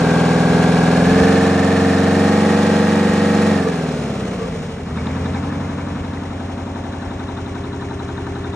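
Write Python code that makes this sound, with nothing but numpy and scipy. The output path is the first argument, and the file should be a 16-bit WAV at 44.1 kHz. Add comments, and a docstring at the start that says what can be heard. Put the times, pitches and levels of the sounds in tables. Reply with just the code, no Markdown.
"""The loud drone and clatter of a big eight-cylinder two-stroke diesel, close up on a pallet in an open
yard; the microphone is a hand-held stereo phone. Exhaust blasts make the drone, valve gear rings the
block, air and injection hiss, the turbo whistles and there is a little wind. The engine revs up in two
steps; the fuel is cut and it coasts down with a low rumble, buzzing a loose panel, then catches with
clinks and clacks and settles to idle. From the fuel cut on, the listener steps back."""
import sys
import numpy as np
from scipy import signal
from scipy.fft import rfft, irfft, next_fast_len
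from scipy.io import wavfile
from scipy.ndimage import uniform_filter1d

SR = 44100
rng = np.random.default_rng(int(sys.argv[2]) if len(sys.argv) > 2 else 0)


def to_wav(sig):
    """Store sig (one row per channel, or 1-D mono) as 16-bit WAV at the path in sys.argv[1].

    Samples outside -1..1 are clipped; the rate is SR.
    """
    pcm = np.clip(np.atleast_2d(sig), -1, 1) * 32767
    pcm = np.round(pcm).astype(np.int16)
    wavfile.write(sys.argv[1], SR, pcm.T)  # frames by channels


N = 377275

# Crankshaft speed: time_s, turns_per_s
CRANK_SPEED = [(0.0, 20.49), (0.45, 20.88), (0.9, 20.99), (1.03, 21.53), (1.2, 22.46), (1.37, 22.79),
               (2.0, 22.93), (2.15, 23.18), (2.4, 23.74), (2.6, 23.84), (3.15, 23.73), (3.5, 23.72),
               (3.57, 23.13), (4.2, 16.21), (4.65, 12.03), (4.9, 10.13), (5.0, 10.2), (5.5, 11.55),
               (5.75, 11.47), (6.3, 11.28), (7.8, 11.27), (8.1, 11.18), (8.56, 11.17)]
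# Fuelling: time_s, coasting_share (unburnt air pumped, 0-1), catching_share (heavy fuelling, 0-1)
FUELLING = [(0, 0, 0), (3.55, 0, 0), (3.7, .6, 0), (3.9, .95, 0), (4.75, 1, 0), (4.9, 0, 1), (5.9, 0, 1),
            (6.5, 0, 0), (8.6, 0, 0)]
# Where the microphone is: time_s, distance (0 close up, 1 stepped back)
MIC_DISTANCE = [(0, 0), (3.6, 0), (4.3, .6), (5.5, .85), (7, 1), (8.6, 1)]
# Balance of the exhaust tones: crank_multiple, coasting_db, catching_db, then level_db at each steady speed
EXHAUST_TONES = [(2, -10, -66, -66, -62, -66, -53), (3, -9, -66, -66, -47, -45, -51),
                 (4, 11, -56, -48, -32, -26, -28), (5, 0, -49, -48, -50, -44, -46),
                 (6, 10, -43, -46, -29, -32, -39), (7, 11, -40, -40, -32, -27, -24),
                 (8, 15, -29, -31, -18, -22, -22), (9, 9, -59, -46, -23, -22, -18),
                 (10, 1, -53, -46, -36, -39, -47), (11, 9, -47, -43, -27, -29, -31),
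                 (12, 13, -33, -47, -24, -21, -25), (13, 14, -39, -44, -30, -40, -41),
                 (14, 7, -35, -44, -30, -53, -53), (15, 4, -42, -47, -38, -32, -31),
                 (16, 8, -33, -41, -42, -33, -34), (17, 4, -40, -42, -36, -43, -51),
                 (18, 9, -39, -45, -39, -48, -37), (19, 9, -51, -53, -34, -34, -50),
                 (20, 8, -34, -37, -27, -23, -24), (21, 2, -39, -42, -32, -39, -35),
                 (22, 4, -39, -38, -35, -35, -32), (23, 2, -37, -38, -38, -36, -44),
                 (24, 2, -39, -39, -29, -40, -41), (25, 2, -34, -38, -35, -45, -53),
                 (26, 0, -44, -44, -35, -54, -36), (27, 2, -62, -52, -45, -38, -37),
                 (28, 3, -47, -48, -39, -35, -38), (29, 0, -48, -55, -41, -34, -43),
                 (30, 1, -58, -46, -39, -36, -43), (31, 1, -66, -47, -47, -36, -38),
                 (32, 4, -63, -47, -37, -36, -41), (33, 1, -50, -48, -40, -38, -41),
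                 (34, 2, -49, -46, -37, -34, -34), (35, 0, -47, -48, -34, -36, -32),
                 (36, 2, -53, -46, -34, -44, -48), (37, 3, -59, -49, -39, -42, -40),
                 (38, 5, -64, -55, -34, -46, -47), (39, -2, -48, -59, -35, -41, -45),
                 (40, -1, -44, -54, -47, -50, -48), (41, -2, -51, -60, -41, -49, -49),
                 (42, -1, -51, -51, -37, -59, -62), (43, -1, -48, -51, -39, -48, -47),
                 (44, -2, -53, -60, -56, -43, -43), (45, -1, -45, -54, -45, -49, -47),
                 (46, 0, -62, -52, -49, -49, -53), (47, 1, -63, -50, -57, -46, -45),
                 (48, -2, -54, -50, -42, -50, -43), (49, 1, -48, -49, -44, -41, -42),
                 (50, 1, -57, -50, -48, -47, -50), (51, -1, -49, -51, -57, -44, -57),
                 (52, -5, -64, -52, -48, -43, -47), (53, -4, -66, -66, -41, -49, -41),
                 (54, -3, -66, -59, -38, -52, -55), (55, -1, -65, -57, -40, -40, -39),
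                 (56, -2, -56, -54, -46, -46, -54), (57, -5, -55, -54, -49, -48, -51),
                 (58, -4, -48, -50, -51, -59, -47), (59, -4, -63, -53, -52, -43, -49),
                 (60, -3, -64, -57, -58, -66, -49), (61, -4, -58, -55, -56, -41, -48),
                 (62, -2, -58, -50, -53, -49, -51), (63, -3, -57, -56, -47, -49, -49),
                 (64, -3, -55, -55, -48, -48, -46), (65, -3, -63, -53, -49, -59, -60),
                 (66, -3, -63, -52, -45, -42, -39), (67, -3, -51, -51, -51, -49, -56),
                 (68, -5, -58, -57, -42, -48, -44), (69, -2, -63, -55, -47, -45, -50),
                 (70, -5, -64, -61, -49, -41, -39), (71, -4, -53, -51, -43, -55, -45),
                 (72, -2, -52, -52, -43, -40, -48), (73, -2, -64, -55, -46, -44, -44),
                 (74, -2, -66, -58, -38, -42, -50), (75, 0, -66, -65, -43, -47, -46),
                 (76, -2, -66, -60, -47, -43, -45), (77, -1, -66, -63, -42, -36, -47),
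                 (78, -1, -59, -50, -32, -37, -41), (79, -5, -56, -56, -46, -37, -38),
                 (80, -4, -64, -57, -44, -57, -54), (81, -1, -66, -55, -45, -48, -45),
                 (82, -1, -60, -58, -47, -42, -48), (83, -2, -66, -57, -51, -53, -47),
                 (84, -2, -66, -55, -50, -61, -51)]
# Idle and the three raised speeds: turns_per_s
STEADY_SPEEDS = [11.3, 20.8, 22.9, 23.75]
# Exhaust level, which clatter and hiss follow: time_s, level_db
EXHAUST_LEVEL = [(0, -14), (1.0, -13), (1.22, -11.5), (1.5, -13.5), (2.0, -14), (2.35, -13), (3.53, -14.5),
                 (3.65, -19), (3.95, -22), (4.5, -24.5), (4.8, -27.5), (5.0, -23), (5.3, -22),
                 (6.15, -25.5), (7.0, -26.5), (8.56, -26)]
# Resonances of the open pipes when pumping air: pitch_hz, gain_db
PIPE_RESPONSE = [(30, -12), (50, 3), (70, 1), (90, 3), (110, -1), (130, 0), (150, 6), (170, 10), (195, 8),
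                 (220, 6), (245, 9), (270, 5), (310, -1), (350, -1), (390, 5), (430, 10), (470, 8),
                 (520, 5), (600, 0), (700, 3), (800, 0), (1000, -4), (1200, -1), (1500, -6), (1800, 0)]
# Colour of the drone at the last standing place: pitch_hz, gain_db
LAST_PLACE_COLOUR = [(110, 0), (135, 10), (147, -6), (180, 2), (225, -6), (290, 1), (350, 4), (378, 0),
                     (403, 10), (416, -2), (428, 8), (480, -6)]
# Ring of the block, close up and stepped back: pitch_hz, gain_db
BLOCK_RING_NEAR = [(300, -25.5), (600, -19), (1200, -13), (1800, -12.5), (1990, -11.5), (2420, -11.5),
                   (3090, -31), (4230, -20.5), (5000, -19.5), (6500, -54.5), (11000, -120)]
BLOCK_RING_FAR = [(280, -41), (470, -9), (800, -6), (987, -4), (1070, -5), (1530, -11.5), (2290, -21),
                  (3050, -29), (3680, -31), (4760, -55), (5000, -33), (6500, -58), (11000, -120)]
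# Parts that tick once a turn: angle_turns, pitch_hz, t60_s, relative_db
TICKING_PARTS = [(.77, 3650, .022, 1), (.8, 3950, .02, 0), (.81, 1300, .04, 0), (.86, 1520, .045, 2),
                 (.93, 1420, .04, -1), (.3, 1050, .04, -2), (.68, 1150, .035, -3), (.85, 920, .045, 8),
                 (.93, 800, .045, 3), (.45, 680, .05, -3), (.56, 1750, .04, 1), (.83, 1750, .04, 0),
                 (.2, 1700, .03, -5), (.12, 2250, .03, -2), (.44, 2300, .03, -7), (.17, 6100, .03, -12),
                 (.16, 8000, .02, -18)]
# Gain of all the ticks: time_s, gain_db
TICK_GAIN = [(0, -33), (3.5, -56), (4.85, -47), (4.97, -35.5), (5.4, -37), (6.5, -43), (7.1, -37),
             (8.6, -35.5)]
# Colour of the air and injection hiss: pitch_hz, near_db, far_db
HISS_SPECTRUM = [(59.7, -30, -10), (209, -15, -13), (330, -12, -13), (460, -6, -15), (720, -13, -14),
                 (980, -21, -19), (1230, -20, -19), (1720, -22, -19), (2290, -22, -22), (3250, -25.5, -24),
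                 (4300, -28, -29), (4800, -33, -34.5), (5300, -28.5, -29.5), (5800, -32, -32),
                 (6500, -30, -30), (7200, -33, -34), (8880, -34.5, -37.5), (10900, -42.5, -46),
                 (13500, -38.5, -45), (16000, -40.5, -38)]
# Turbo whistle: time_s, pitch_hz, level_db
TURBO_WHISTLE = [(0, 10800, -70), (1.5, 11400, -72), (3.5, 13600, -54), (4.0, 13200, -66),
                 (4.6, 11800, -85), (5, 11200, -94), (8.6, 10000, -97)]
# Swells of low rumble near 50 Hz (the coasting engine at 4.43 and 4.6 s, else wind): peak_s, level_db
RUMBLE_SWELLS = [(0.0, -38), (0.36, -42), (0.5, -37), (0.82, -36), (1.08, -30), (1.23, -24), (1.43, -44),
                 (1.64, -50), (3.1, -37), (4.43, -37), (4.6, -33), (6.0, -31), (6.3, -36), (7.1, -32),
                 (7.43, -43)]
# Modes of the loose panel: pitch_hz, relative_db
PANEL_MODES = [(450, 0), (498, -4), (1160, -11)]
# Buzzes of that panel: start_s, length_s, level_db
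PANEL_BUZZES = [(3.62, .1, -20), (4.37, .13, -24), (4.5, .08, -32)]
# Blows on a hard part as the engine catches: start_s, level_db
CLINK_BLOWS = [(4.9731, -39), (5.0696, -28), (5.1652, -39), (5.26, -29), (5.3028, -39), (5.346, -33),
               (5.435, -40), (5.8726, -45), (5.9589, -38), (6.0496, -39), (6.1335, -40), (6.2148, -42)]
# Modes of that part: pitch_hz, relative_db, t60_s
CLINK_MODES = [(3700, 1, .02), (3950, -2, .016), (3450, -5, .016), (4200, -8, .012), (1770, -3, .03)]
# Valve-gear clacks: start_s, level_db, pitch_hz
VALVE_CLACKS = [(4.9861, -27, 2230), (5.1083, -30.5, 2130), (5.1312, -33, 2310), (5.3048, -38, 2110),
                (5.3597, -33, 2250), (5.6451, -31, 2100), (5.906, -34.5, 1930), (6.1719, -29.5, 1950),
                (6.2532, -33, 1940), (6.34, -39, 2330)]
# How alike the left and right microphone ports sound: pitch_hz, likeness (0-1)
PORT_LIKENESS = [(60, 1), (330, .99), (560, 0.87), (1000, 0.61), (2000, 1), (4000, 0.33), (8000, 1),
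                 (11000, 0.57)]
# Phase lead of the left port, close up and stepped back: pitch_hz, lead_rad
PORT_LEAD_NEAR = [(0, 0), (400, -0.12), (690, -0.6), (1030, -0.1), (1290, -0.2), (2240, 0.3), (3100, 1.6),
                  (3880, 1.1), (4310, 1.2), (4910, 3.5), (5510, 6.7), (6030, 7.1), (9560, 8.3),
                  (10400, 9.0), (11000, 9.5)]
PORT_LEAD_FAR = [(0, 0), (600, 0.3), (860, -0.2), (1720, -0.3), (2840, 1.8), (3190, 2.9), (3790, 3.4),
                 (4650, 2.8), (4910, 3.5), (5250, 6.0), (5680, 7.0), (9390, 8.2), (10400, 9.2),
                 (11000, 9.4)]
# Balance of the ports, close up and stepped back: pitch_hz, left_minus_right_db
PORT_TILT_NEAR = [(60, 0.0), (130, 0.0), (270, 0.3), (560, -0.3), (1170, 0.0), (2460, -1.5), (5170, -1.5),
                  (10900, 0.0)]
PORT_TILT_FAR = [(60, 0.0), (130, 0.0), (330, 0.3), (560, 3.5), (1170, 5.5), (2460, -0.5), (5170, -0.5),
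                 (10900, 0.0)]

T = np.arange(N) / SR
FFT_SIZE = next_fast_len(N + 8192)
HZ = np.fft.rfftfreq(FFT_SIZE, 1 / SR)
TURNS = np.cumsum(np.interp(T, *np.transpose(CRANK_SPEED))) / SR
FAR = np.interp(T, *np.transpose(MIC_DISTANCE))


def gain_of(db):
    return 10 ** (np.asarray(db) / 20)


def unit_rms(x):
    return x / np.sqrt(np.mean(x ** 2) + 1e-20)


def at_pitch(rows, hz, column=1):
    """One column of a spectrum table, read on a log-frequency axis."""
    table = np.transpose(rows)
    return np.interp(np.log(hz + 1), np.log(table[0] + 1), table[column])


def curve(rows, column=1, t=T):
    """One column of a time table, read at times t."""
    table = np.transpose(rows)
    return np.interp(t, table[0], table[column])


def wander(rate_hz, t=T, count=1):
    """Rows of slow random drift, rms 1."""
    steps = rng.standard_normal((count, int(t[-1] * 40) + 40))
    smooth = signal.lfilter([1], [1, -np.exp(-2 * np.pi * rate_hz / 40)], steps)[:, 30:]
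    return np.array([np.interp(t * 40, np.arange(len(row)), row) for row in unit_rms(smooth)])


def coloured(x, gain):
    """Filters x by a gain given on the FFT bins."""
    return irfft(rfft(x, FFT_SIZE) * gain, FFT_SIZE)[..., :N]


def ring(hz, db, t60_s, samples=3000):
    """One mode of struck metal: a dying sine with a 1 ms attack."""
    t = T[:samples]
    return gain_of(db - 60 * t / t60_s) * np.sin(2 * np.pi * hz * t) * np.minimum(t / .001, 1)


def each_turn(angles, sizes, scatter_db, slip_s):
    """Clicks at the same crank angles in every turn, a little different each time."""
    due = np.arange(int(TURNS[-1]))[:, None] + angles
    slip, scatter = rng.standard_normal((2, *due.shape))
    times = np.interp(due, TURNS, T) + slip_s * slip
    at = np.clip(times * SR, 0, N - 1).astype(int)
    return np.bincount(at.ravel(), (sizes * gain_of(scatter_db * scatter)).ravel(), N)


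def step_back(near, far):
    """Crossfades from the close sound to the distant one as the microphone moves."""
    return (1 - FAR) * near + FAR * far


def beside_exhaust(offset_db, coasting_db, catching_db, far_db):
    """A level in dB that follows the exhaust and shifts with fuelling and distance."""
    fuelling_db = coasting_db * curve(FUELLING, 1) + catching_db * curve(FUELLING, 2)
    return curve(EXHAUST_LEVEL) + offset_db + fuelling_db + far_db * FAR


def exhaust_amplitudes(multiple, speed, t):
    """Strength of each exhaust tone: blasts when firing, air through the resonant pipes when coasting."""
    coasting, catching = curve(FUELLING, 1, t), curve(FUELLING, 2, t)
    _, coasting_db, catching_db, *steady_db = np.transpose(EXHAUST_TONES)
    running_db = np.array([np.interp(speed, STEADY_SPEEDS, row) for row in np.transpose(steady_db)])
    fired = gain_of((1 - catching) * running_db + catching * catching_db[:, None]) ** 2
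    pumped = gain_of(coasting_db[:, None] + at_pitch(PIPE_RESPONSE, multiple * speed)) ** 2
    power = (1 - coasting) * fired / fired.sum(0) + coasting * pumped / pumped.sum(0)
    drift_db = wander(1.5, t, len(multiple)) * (.6 + .012 * multiple + .6 * coasting)
    # Blasts differ from turn to turn, so the high tones flutter, most of all as the engine catches.
    rough_db = np.minimum(multiple / 40, 1) * (4 * catching + .8 * coasting)
    flutter_db = wander(9, t, len(multiple)) * (.014 * multiple + rough_db)
    place_db = np.interp(t, [7.0, 7.8], [0, 1]) * at_pitch(LAST_PLACE_COLOUR, multiple * speed)
    return np.sqrt(2 * power) * gain_of(curve(EXHAUST_LEVEL, 1, t) + drift_db + flutter_db + place_db)


def exhaust_phases(multiple, speed, t, throb_turns=.41, chirp_turns=.1):
    """Unequal pipes scatter the tones' phases; three groups still peak together once a turn."""
    scatter = rng.random(multiple.shape) * np.where(multiple > 9, 1, .28)
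    cycles = scatter - multiple * throb_turns  # the low tones peak with the hardest-blasting cylinder
    thumping = (multiple >= 29) & (multiple <= 38)
    thump_turns = np.interp(speed, [STEADY_SPEEDS[0], STEADY_SPEEDS[-1]], [.12, .55])
    cycles = np.where(thumping, .6 * scatter - multiple * thump_turns, cycles)
    gear_mesh = (multiple >= 76) & (multiple <= 80)
    cycles = np.where(gear_mesh, .1 * scatter - multiple * chirp_turns, cycles)
    jitter_rad = wander(8, t, len(multiple)) * .00005 * multiple * speed  # uneven blasts
    return 2 * np.pi * cycles + jitter_rad


def exhaust():
    """Eight unequal blasts a turn, with the gear mesh, make tones on multiples of the crank speed."""
    t, tone_t, turns = T[::128], T[::8], TURNS[::8]
    speed = curve(CRANK_SPEED, 1, t)
    multiple = np.array(EXHAUST_TONES)[:, :1]
    amplitudes = exhaust_amplitudes(multiple, speed, t)
    phases = exhaust_phases(multiple, speed, t)
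    tones = sum(np.interp(tone_t, t, size) * np.cos(2 * np.pi * k * turns + np.interp(tone_t, t, phase))
                for k, size, phase in zip(multiple, amplitudes, phases))
    return signal.resample_poly(tones, 8, 1)[:N]


def clatter(count=140, spread_db=3.5, near_bank_db=2.0):
    """Valves, rockers and injectors knock in a pattern that repeats each turn and ring the block."""
    angle, sign = rng.random(count), rng.choice([-1, 1], count)
    knock_db = spread_db * rng.standard_normal(count)
    knock_db += near_bank_db * np.cos(2 * np.pi * (angle - .87))  # the near cylinder bank is louder
    knocks = each_turn(angle, sign * gain_of(knock_db), scatter_db=1.8, slip_s=.00003)
    knocks /= np.sqrt(curve(CRANK_SPEED))
    near = unit_rms(coloured(knocks, gain_of(at_pitch(BLOCK_RING_NEAR, HZ))))
    far = unit_rms(coloured(knocks, gain_of(at_pitch(BLOCK_RING_FAR, HZ))))
    level_db = beside_exhaust(-21, coasting_db=-.8, catching_db=2, far_db=7)
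    return gain_of(level_db) * step_back(near, far)


def ticks():
    """Single parts ring briefly once a turn, each driven by a three-click rattle."""
    lag_turns, sizes = np.array([0, .017, .045]), np.array([1, .6, .55])
    out = np.zeros(N)
    for angle, hz, t60_s, db in TICKING_PARTS:
        rattle = each_turn(angle + lag_turns, sizes, scatter_db=1.4, slip_s=.00012)
        out += signal.oaconvolve(rattle, ring(hz, db, t60_s, samples=4000))[:N]
    return out * gain_of(curve(TICK_GAIN))


def breathing(turn_db=.9, firing_db=.2, flutter_db=1.0):
    """The swell of the hiss, in dB, with each turn and each firing, plus a random flutter."""
    beat_db = turn_db * np.cos(2 * np.pi * (TURNS - .22)) + firing_db * np.cos(2 * np.pi * 8 * TURNS)
    return beat_db + flutter_db * unit_rms(uniform_filter1d(rng.standard_normal(N), size=300))


def hiss(breath_db):
    """Air and injection noise that breathes with the engine; its treble band sets the level."""
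    treble = (HZ > 2500) & (HZ < 9000)
    noise = rng.standard_normal(N)
    shapes = [gain_of(at_pitch(HISS_SPECTRUM, HZ, column)) * (HZ > 40) for column in (1, 2)]
    near, far = (coloured(noise, shape / np.sqrt(np.sum(shape[treble] ** 2) / len(HZ)))
                 for shape in shapes)
    level_db = beside_exhaust(-20.5, coasting_db=3, catching_db=-1, far_db=-.5)
    return gain_of(level_db + breath_db) * step_back(near, far)


def turbo():
    """The turbo's thin, wavering whistle lags behind the engine speed."""
    hz = curve(TURBO_WHISTLE, 1) + 25 * wander(6)[0]
    return gain_of(curve(TURBO_WHISTLE, 2)) * np.sin(2 * np.pi * np.cumsum(hz) / SR)


def low_rumble(rumble_hz=52, rise_db_per_s=247, fall_db_per_s=209, width=.15):
    """Low noise swells over a faint breeze: twice from the coasting engine, otherwise from wind."""
    low_band = (HZ / rumble_hz) ** 5 / (1 + (HZ / rumble_hz) ** 8)
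    centre, side = unit_rms(coloured(rng.standard_normal((2, N)), low_band))
    breeze = gain_of(-63 - FAR - 2 * wander(3)[0])
    swells = sum(gain_of(db + np.minimum(rise_db_per_s * (T - peak_s), fall_db_per_s * (peak_s - T)))
                 for peak_s, db in RUMBLE_SWELLS)
    return (breeze + swells) * np.array([centre + width * side, centre - width * side])


def panel():
    """A loose panel buzzes in short swells as the falling speed passes its resonances."""
    modes = sum(gain_of(db) * np.sin(2 * np.pi * (hz * T + rng.random())) for hz, db in PANEL_MODES)
    swell = sum(gain_of(db) * np.sin(np.pi * np.clip((T - start_s) / length_s, 0, 1)) ** 2
                for start_s, length_s, db in PANEL_BUZZES)
    return swell * modes


def clinks():
    """Sharp blows on one hard part ring brightly as the engine catches."""
    blows = np.zeros(N)
    for start_s, db in CLINK_BLOWS:
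        blows[round(start_s * SR)] = gain_of(db)
    part = sum(ring(hz, db, t60_s) for hz, db, t60_s in CLINK_MODES)
    return signal.oaconvolve(blows, part)[:N]


def clacks():
    """Different parts of the valve gear each give one duller ring at their own pitch."""
    out = np.zeros(N)
    for start_s, db, hz in VALVE_CLACKS:
        clack = ring(hz, db, t60_s=.039)
        out[round(start_s * SR):][:len(clack)] += clack
    return out


def yard_reflections(x, t60_s=.1):
    """The sound after a scatter of short reflections, with its broad colour kept."""
    echo = rfft(rng.standard_normal(6000) * gain_of(-60 * T[:6000] / t60_s), FFT_SIZE)
    return coloured(x, echo / np.sqrt(uniform_filter1d(abs(echo) ** 2, size=600)))


def microphone_ports(direct, scattered):
    """Each port has its own phase and level; scattered sound pushes the two in opposite senses."""
    likeness = np.clip(at_pitch(PORT_LIKENESS, HZ), 0, 1)
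    centre = rfft(direct, FFT_SIZE)
    side = np.sqrt((1 - likeness) / (1 + likeness)) * rfft(scattered, FFT_SIZE)
    positions = []
    for lead, tilt in ((PORT_LEAD_NEAR, PORT_TILT_NEAR), (PORT_LEAD_FAR, PORT_TILT_FAR)):
        lead_rad = np.interp(HZ, *np.transpose(lead))
        half = gain_of(at_pitch(tilt, HZ) / 2) * np.exp(.5j * lead_rad)
        left, right = (centre + side) * half, (centre - side) / half
        positions.append(irfft([left, right], FFT_SIZE)[:, :N])
    return step_back(*positions)


def scene():
    """The engine arrives direct and scattered; the clinks and low rumble are added at the ports."""
    breath_db = breathing()
    tonal = exhaust() + ticks() + clacks() + panel() + turbo()
    direct = tonal + clatter() + hiss(breath_db)
    scattered = yard_reflections(tonal) + clatter() + hiss(breath_db)
    slightly_left = gain_of([[1.5], [-1.5]])
    return microphone_ports(direct, scattered) + clinks() * slightly_left + low_rumble()


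def record(dry, ceiling=.9, centre_edge_hz=10650, side_edge_hz=15780):
    """The phone rounds off the highest peaks and cuts the treble lower in the centre than at the sides."""
    def lowpass(x, hz):
        return signal.oaconvolve(x, signal.firwin(511, hz, window=("kaiser", 9), fs=SR), "same")

    left, right = dry / (1 + abs(dry / ceiling) ** 6) ** (1 / 6)
    centre = lowpass((left + right) / 2, centre_edge_hz)
    side = lowpass((left - right) / 2, side_edge_hz)
    return np.array([centre + side, centre - side])


dry = scene()
out = record(dry)
to_wav(out)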